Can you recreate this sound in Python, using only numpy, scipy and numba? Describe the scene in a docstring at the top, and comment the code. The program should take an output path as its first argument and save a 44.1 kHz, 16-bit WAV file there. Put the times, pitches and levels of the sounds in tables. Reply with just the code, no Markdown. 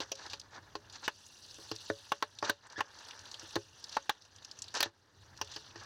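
"""Spray patters over a low hum and faint air; a plastic pot scrapes and knocks; single drops tick throughout.
A hand waters potted cacti on a wire shelf under a greenhouse roof, close to a small camera.
Knocks are decaying modes with noise; scrapes and spray are random impacts through resonant spectra;
drops are short noise bursts; air is shaped noise. The camera's gain control ducks after hard knocks
and its limit clips the hardest. Source levels are those before the gain control."""
import sys
import numpy as np
from scipy import signal
from scipy.fft import rfft, irfft, next_fast_len
from scipy.io import wavfile
from scipy.ndimage import uniform_filter1d
from numba import njit

SR = 44100
rng = np.random.default_rng(int(sys.argv[2]) if len(sys.argv) > 2 else 0)


def persist_wave(psi):
    """Save psi, clipped to +-1, as 16-bit WAV."""
    counts = np.round(np.clip(psi, -1, 1) * 32767).astype(np.int16)
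    wavfile.write(sys.argv[1], SR, np.atleast_2d(counts).T)


N = 257984
T = np.arange(N) / SR  # [s]
SHORT = T[:SR // 4]  # time axis of one knock or drop [s]


def undb(db):
    """Decibel law: level to amplitude ratio."""
    return 10 ** (np.asarray(db) / 20)


def unit(x):
    """Normalisation to rms 1."""
    return x / np.sqrt(np.mean(x ** 2))


def colour(x, table):
    """Linear filtering: shape the spectrum by (Hz, dB) points; rms near 1 for white input of rms 1."""
    hz, db = np.transpose(table)
    size = next_fast_len(len(x))
    bin_hz = np.arange(size // 2 + 1) * SR / size
    gain = undb(np.interp(np.log(bin_hz + 1), np.log(hz), db))
    return irfft(rfft(x, size) * unit(gain), size)[:len(x)]


def band(x, hz, ratio):
    """Band-pass filtering between hz / ratio and hz * ratio; rms 1."""
    sos = signal.butter(2, [hz / ratio, hz * ratio], "bandpass", fs=SR, output="sos")
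    return unit(signal.sosfilt(sos, x))


def fade(t, t60):
    """Exponential damping, 60 dB down after t60 seconds."""
    return np.exp(-np.log(1000) * t / t60)


def strike(x, db):
    """Impact level: scale a decaying sound to its rms over the first 30 ms."""
    blow = SR * 3 // 100
    return undb(db) * x / np.sqrt(np.mean(x[:blow] ** 2))


def add(out, s, x):
    """Superposition: mix a short sound in at s seconds."""
    i = max(int(s * SR), 0)
    out[i:i + len(x)] += x[:N - i]


def points(table):
    """Linear interpolation of (time, level) points over the scene."""
    return np.interp(T, *np.transpose(table))


def walk(rate):
    """Slow random modulation: levels held 1 / rate s and slewed twice; spread near 1."""
    k = int(SR / rate)
    held = rng.standard_normal(N)[np.arange(N) // k]
    return 1.3 * uniform_filter1d(uniform_filter1d(held, k), k)


def patter(rate, spread_db, t60):
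    """Random impacts: noise under uneven sudden onsets (rate per second) that die away quickly; rms 1."""
    hits = (rng.random(N) < rate / SR) * undb(spread_db * rng.exponential(size=N))
    decay = np.exp(-np.log(1000) / (t60 * SR))
    swell = signal.lfilter([1], [1, -decay], hits)
    return unit(swell * rng.standard_normal(N))


# rumble level before its random wavering: (time [s], level [dB rms])
RUMBLE_LEVEL = [(0, -63), (1.0, -65), (1.7, -64), (2.2, -68), (2.9, -65), (3.6, -64), (4.2, -67),
                (5.05, -69), (5.3, -64), (5.85, -60)]
# rumble spectrum: (frequency [Hz], relative density [dB per Hz])
RUMBLE_SPECTRUM = [(12, -50), (30, -28), (55, -14), (80, -5), (99, 2), (118, -7), (150, -15), (200, -22),
                   (300, -50)]
# spectrum of the even hiss: (frequency [Hz], relative density [dB per Hz])
AIR_SPECTRUM = [(15, -12), (60, -10), (150, -12), (200, -11), (340, -10), (800, -17), (1700, -18),
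                (2300, -30), (4500, -25), (8000, -38), (16000, -44)]


def air():
    """Spectral shaping of noise: a distant low rumble that swells and wavers, over a faint even hiss."""
    rumble_db = points(RUMBLE_LEVEL) + 2.5 * walk(9)
    rumble = undb(rumble_db) * colour(rng.standard_normal(N), RUMBLE_SPECTRUM)
    hiss = undb(-66) * colour(rng.standard_normal(N), AIR_SPECTRUM)
    return rumble + hiss


# fine spray on leaves and gravel: (time [s], level [dB rms])
LEAF_LEVEL = [(0.0, -60), (0.36, -60), (0.48, -69), (0.84, -68), (1.08, -57), (1.32, -55), (1.6, -56),
              (1.8, -51), (2.04, -52), (2.25, -57), (2.5, -54), (2.64, -65), (3.0, -52), (3.24, -55),
              (3.6, -52), (3.72, -59), (3.96, -51), (4.2, -59), (4.75, -58), (4.92, -68), (5.12, -67),
              (5.23, -60), (5.33, -64), (5.52, -52), (5.66, -55), (5.73, -61), (5.85, -59)]
# water drumming on pot walls: (time [s], level [dB rms])
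WALL_LEVEL = [(0, -60), (.48, -66), (1.5, -66), (1.9, -61), (2.6, -63), (2.8, -54), (3.05, -54),
              (3.45, -58), (3.72, -64), (3.98, -57), (4.3, -63), (4.78, -62), (4.92, -68), (5.45, -60),
              (5.85, -60)]
# fine mist, strongest while the can is near: (time [s], level relative to leaf spray [dB])
MIST_LEVEL = [(0, -19), (1.05, -18), (1.25, -13), (2.3, -15), (2.55, -23), (3.0, -17), (3.75, -16),
              (4.1, -19), (4.7, -21), (5.05, -16), (5.5, -22)]
# spectra of splash and grit, pot wall, and mist: (frequency [Hz], relative density [dB per Hz])
SPLASH_SPECTRUM = [(1500, -40), (2300, -14), (2780, -2), (3050, -5), (3700, -1), (4600, 0), (5400, -4),
                   (5900, 1), (6500, -7), (7600, -17), (10000, -34), (16000, -48)]
WALL_SPECTRUM = [(120, -49), (200, -19), (316, -10), (377, -12), (432, -8), (726, -8), (885, -1),
                 (1210, -6), (1760, -2), (2030, -13), (2400, -15), (3120, -47), (5280, -120)]
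MIST_SPECTRUM = [(5000, -30), (7500, -4), (8300, -1), (9400, -7), (10200, -1), (11200, -11), (12500, -12),
                 (14700, -14), (16000, -18)]


def spray():
    """Random impact excitation: fine drops, in groups with their own pitch, on leaves, gravel and pot walls."""
    pitches = 2700 * 2 ** np.linspace(0, 1.5, 7)  # [Hz]
    groups = sum(np.sqrt(hz) * band(patter(300, 2.8, .035), hz, 1.12) for hz in pitches)
    broad = patter(150, 3.5, .03)
    fine = unit(colour(unit(groups) + .3 * broad, SPLASH_SPECTRUM))
    mist = colour(patter(800, 2.4, .025), MIST_SPECTRUM)
    wall = colour(patter(800, 2.2, .04), WALL_SPECTRUM)
    leaves = undb(points(LEAF_LEVEL)) * (fine + undb(points(MIST_LEVEL)) * mist)
    return leaves + undb(points(WALL_LEVEL)) * wall


# plastic on the shelf, levels before uneven grip: (start [s], end [s], body [dB rms], hiss [dB rms])
SCRAPE_EVENTS = [(0., .035, -47, -45), (.15, .275, -51, -50), (.295, .345, -52, -45), (.505, .58, -50, -58),
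                 (.925, .965, -55, -52), (1.025, 1.045, -49, -55), (1.035, 1.062, -58, -47),
                 (2.435, 2.47, -35, -33), (2.47, 2.495, -37, -37), (2.62, 2.67, -53, -60),
                 (2.695, 2.735, -52, -54), (2.77, 2.805, -41, -44), (4.74, 4.778, -33, -34),
                 (4.785, 4.865, -39, -42), (3.91, 3.965, -60, -48), (5.5, 5.575, -56, -49),
                 (5.755, 5.85, -55, -55)]
# a rim that sings as it slips, before random wavering:
# (start [s], end [s], first pitch [Hz], last pitch [Hz], level [dB])
RIM_SQUEAK = (2.758, 2.785, 1500, 1950, -32)


def scrapes():
    """Stick-slip friction: dense uneven slips shake the pot wall and hiss; one locks into a rising squeak."""
    body = colour(patter(1200, 1.8, .03), WALL_SPECTRUM)
    hiss = colour(patter(1400, 2.1, .025), SPLASH_SPECTRUM)
    body_grip_db, hiss_grip_db = 2.5 * walk(90), 2.5 * walk(90)
    out = np.zeros(N)
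    for start, end, body_db, hiss_db in SCRAPE_EVENTS:
        onset = np.clip((T - start) / (.3 * (end - start)), 0, 1)
        release = np.exp(-np.maximum(T - end, 0) / .012)
        slips = undb(body_db + body_grip_db) * body + undb(hiss_db + hiss_grip_db) * hiss
        out += onset * release * slips

    start, end, from_hz, to_hz, db = RIM_SQUEAK
    pitch = np.interp(T, [start, end], [from_hz, to_hz]) * (1 + .045 * walk(600))
    phase = 2 * np.pi * np.cumsum(pitch) / SR
    press = np.sin(np.pi * np.clip((T - start) / (end - start), 0, 1)) ** .6
    press = press * undb(3 * walk(500) - 2.5)
    harmonics = np.sin(phase) + .22 * np.sin(2 * phase) + .16 * np.sin(3 * phase)
    return out + undb(db) * press * harmonics


# blows: (time [s], thud centre [Hz], body centre [Hz], snap centre [Hz],
#         thud level [dB], body level [dB], snap level [dB])
BLOWS = [(0.003, 440, 918, 3600, -44, -44, -41), (0.1174, 690, 904, 5960, -43, -47, -36),
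         (0.333, 455, 802, 4270, -55, -48, -41), (0.7535, 425, 867, 4190, -46, -42, -46),
         (1.0793, 541, 1300, 2550, -47, -26, -33), (1.585, 342, 1050, 5620, -57, -64, -64),
         (1.7146, 342, 869, 4660, -41, -44, -40), (1.901, 480, 1800, 3760, -29, -34, -46),
         (2.1196, 676, 960, 3180, -37, -22, -32), (2.225, 668, 1070, 3760, -37, -21, -32),
         (2.4262, 500, 853, 5080, -33, -28, -42), (2.4965, 520, 1850, 3830, -32, -19, -25),
         (2.780, 330, 860, 3500, -43, -47, -56), (2.8064, 646, 902, 2540, -46, -24, -34),
         (3.43, 363, 869, 5990, -56, -65, -66), (3.5563, 400, 1300, 3900, -42, -40, -36),
         (3.5625, 400, 869, 4300, -28, -31, -45), (3.9682, 676, 1060, 4190, -42, -22, -38),
         (4.0946, 455, 1050, 3400, -46, -20, -26), (4.8052, 627, 1350, 4610, -37, -27, -24),
         (4.828, 657, 1600, 3710, -36, -24, -22), (4.859, 342, 1780, 3380, -41, -39, -57),
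         (5.4139, 673, 856, 5280, -45, -36, -35), (5.562, 439, 845, 4660, -51, -53, -41),
         (5.758, 323, 1600, 5000, -52, -52, -54)]
# shelf mode (below 200 Hz) and pot modes, before chance and blow strength:
# (frequency [Hz], relative level [dB], decay time t60 [s])
MODES = [(102, 0, .16), (300, -8, .05), (339, 0, .09), (430, -3, .11), (490, -4, .03), (558, -8, .17),
         (650, -4, .05), (867, 0, .045), (1060, 0, .045), (1300, -3, .04), (1530, -1, .045),
         (1640, -3, .045), (1770, 0, .05), (1900, -5, .04)]
# shelf level under the thud; lighter, higher thuds shake it less
SHELF_DB, SHELF_DB_PER_OCT, HEAVY_HZ = -8, -15, 340
RING_LOSS_PER_DB, MEDIUM_DB = .012, -35  # harder blows ring shorter
CRACK_DB, CRACK_GROWTH, SHARP_DB = -16, .7, -30  # crack under the snap; it grows faster than the snap


def knocks():
    """Modal excitation: blows ring shelf and pot, most the modes near each centre; grit rattles in a snap."""
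    out, t = np.zeros(N), SHORT
    hz, mode_db, t60 = np.transpose(MODES)[:, :, None]
    shelf, low = hz[:, 0] < 200, hz[:, 0] < 720
    rise = np.minimum(t / .001, 1)
    for s, thud_hz, body_hz, snap_hz, thud_db, body_db, snap_db in BLOWS:
        shelf_db = thud_db + SHELF_DB + SHELF_DB_PER_OCT * np.log2(thud_hz / HEAVY_HZ)
        crack_db = snap_db + CRACK_DB + CRACK_GROWTH * (snap_db - SHARP_DB)
        ring = 1 - RING_LOSS_PER_DB * (body_db - MEDIUM_DB)

        level_chance, pitch_chance = rng.standard_normal((len(MODES), 2)).T[:, :, None]
        centre_hz = np.where(low[:, None], thud_hz, body_hz)
        favour_db = -16 * np.log2(hz / centre_hz) ** 2
        tones = np.sin(2 * np.pi * hz * (1 + .025 * pitch_chance) * t)
        modes = undb(mode_db + favour_db + 3 * level_chance) * fade(t, t60 * ring) * tones
        heavy = modes[shelf][0] * np.minimum(t / .008, 1)  # the heavy shelf starts slowly
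        thud = band(modes[low & ~shelf].sum(axis=0), 520, 1.65)
        body = modes[~low].sum(axis=0)

        rattle = fade(t, .042 * ring) + undb(-22) * fade(t, .13)
        grit = colour(rng.standard_normal(len(t)), SPLASH_SPECTRUM)
        clack = colour(rng.standard_normal(len(t)), WALL_SPECTRUM) * rattle
        snap = (.8 * grit + .6 * band(grit, snap_hz, 1.2) + .4 * band(grit, 2700, 1.25)) * rattle
        crack = band(rng.standard_normal(len(t)), 11500, 1.45) * fade(t, .025)

        knock = strike(heavy, shelf_db) + strike(thud, thud_db)
        knock += strike(body, body_db - 1.5) + strike(clack, body_db - 6)
        knock += strike(snap, snap_db) + strike(crack, crack_db)
        add(out, s - .0004, knock * rise)
    return out


# the loudest single drops: (time [s], level before onset and decay [dB], pitch [Hz])
SINGLE_DROPS = [(0.1545, -33, 5020), (0.2638, -37, 4660), (0.2992, -35, 4410), (0.398, -33, 5440),
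                (0.4144, -41, 4380), (0.8989, -43, 4290), (0.9263, -43, 5790), (1.2644, -41, 5940),
                (1.511, -41, 4620), (1.5444, -40, 5900), (1.7624, -33, 4670), (2.388, -28, 4150),
                (2.6693, -44, 6890), (2.7008, -40, 4610), (2.7244, -40, 5640), (2.9881, -39, 4720),
                (3.0864, -36, 4230), (3.1093, -34, 2820), (3.1926, -40, 5450), (3.2555, -39, 3450),
                (3.3149, -35, 5310), (3.3433, -31, 3430), (3.3957, -38, 5740), (3.8417, -30, 4700),
                (3.894, -35, 4650), (4.2213, -39, 4210), (4.2512, -44, 5430), (4.362, -41, 5420),
                (4.3849, -43, 3470), (4.4253, -44, 4230), (4.4483, -34, 5450), (4.5141, -34, 4750),
                (4.59, -37, 5910), (4.6209, -28, 6360), (4.6414, -37, 4670), (4.6823, -36, 3990),
                (4.7416, -32, 5810), (4.7516, -27, 5760), (4.7714, -28, 5590), (5.3752, -41, 5320),
                (5.4464, -40, 5610), (5.4744, -40, 3900), (5.517, -38, 5000), (5.7089, -46, 3130),
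                (5.835, -44, 5200)]


def drops():
    """Impulsive excitation: a drop is a broad tick and a short spatter around its own pitch."""
    out, t = np.zeros(N), SHORT
    envelope = fade(t, .03) * np.minimum(t / .0015, 1)
    for s, db, hz in SINGLE_DROPS:
        noise = rng.standard_normal(len(t))
        tick = .4 * colour(noise, SPLASH_SPECTRUM) + .04 * colour(noise, MIST_SPECTRUM)
        spatter = .75 * band(rng.standard_normal(len(t)), hz, 1.18)
        add(out, s - .0012, undb(db) * (spatter + tick) * envelope)
    return out


def scene():
    """Linear superposition of all sources in one channel."""
    return (air() + spray() + scrapes() + knocks() + drops())[None]


@njit
def follow(x, attack, release):
    """Envelope detection by one-pole smoothing that rises fast and falls slowly."""
    out, e = np.empty(len(x)), 0.
    for i in range(len(x)):
        e += (x[i] - e) * (attack if x[i] > e else release)
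        out[i] = e
    return out


CLIP = .092  # amplitude limit
DUCK_DB, DUCK_RATIO, ATTACK_S, RELEASE_S = -46, 1.6, .012, .22  # gain control threshold, ratio, times


def record(dry):
    """Dynamic compression: gain lags a knock, so the hardest clip at first; the gain then creeps back."""
    loudness = np.minimum(np.abs(dry[0]), 2 * CLIP)
    heard = follow(loudness, 1 / (ATTACK_S * SR), 1 / (RELEASE_S * SR))
    gain = np.minimum(undb(DUCK_DB) / (heard + 1e-9), 1) ** (1 - 1 / DUCK_RATIO)
    flat = np.clip(dry * gain, -CLIP, CLIP)
    flat = signal.sosfilt(signal.butter(2, 35, "highpass", fs=SR, output="sos"), flat)
    # steep low-pass at 16 kHz
    return signal.sosfilt(signal.ellip(8, .2, 70, 16000, fs=SR, output="sos"), flat)


dry = scene()
out = record(dry)
persist_wave(out)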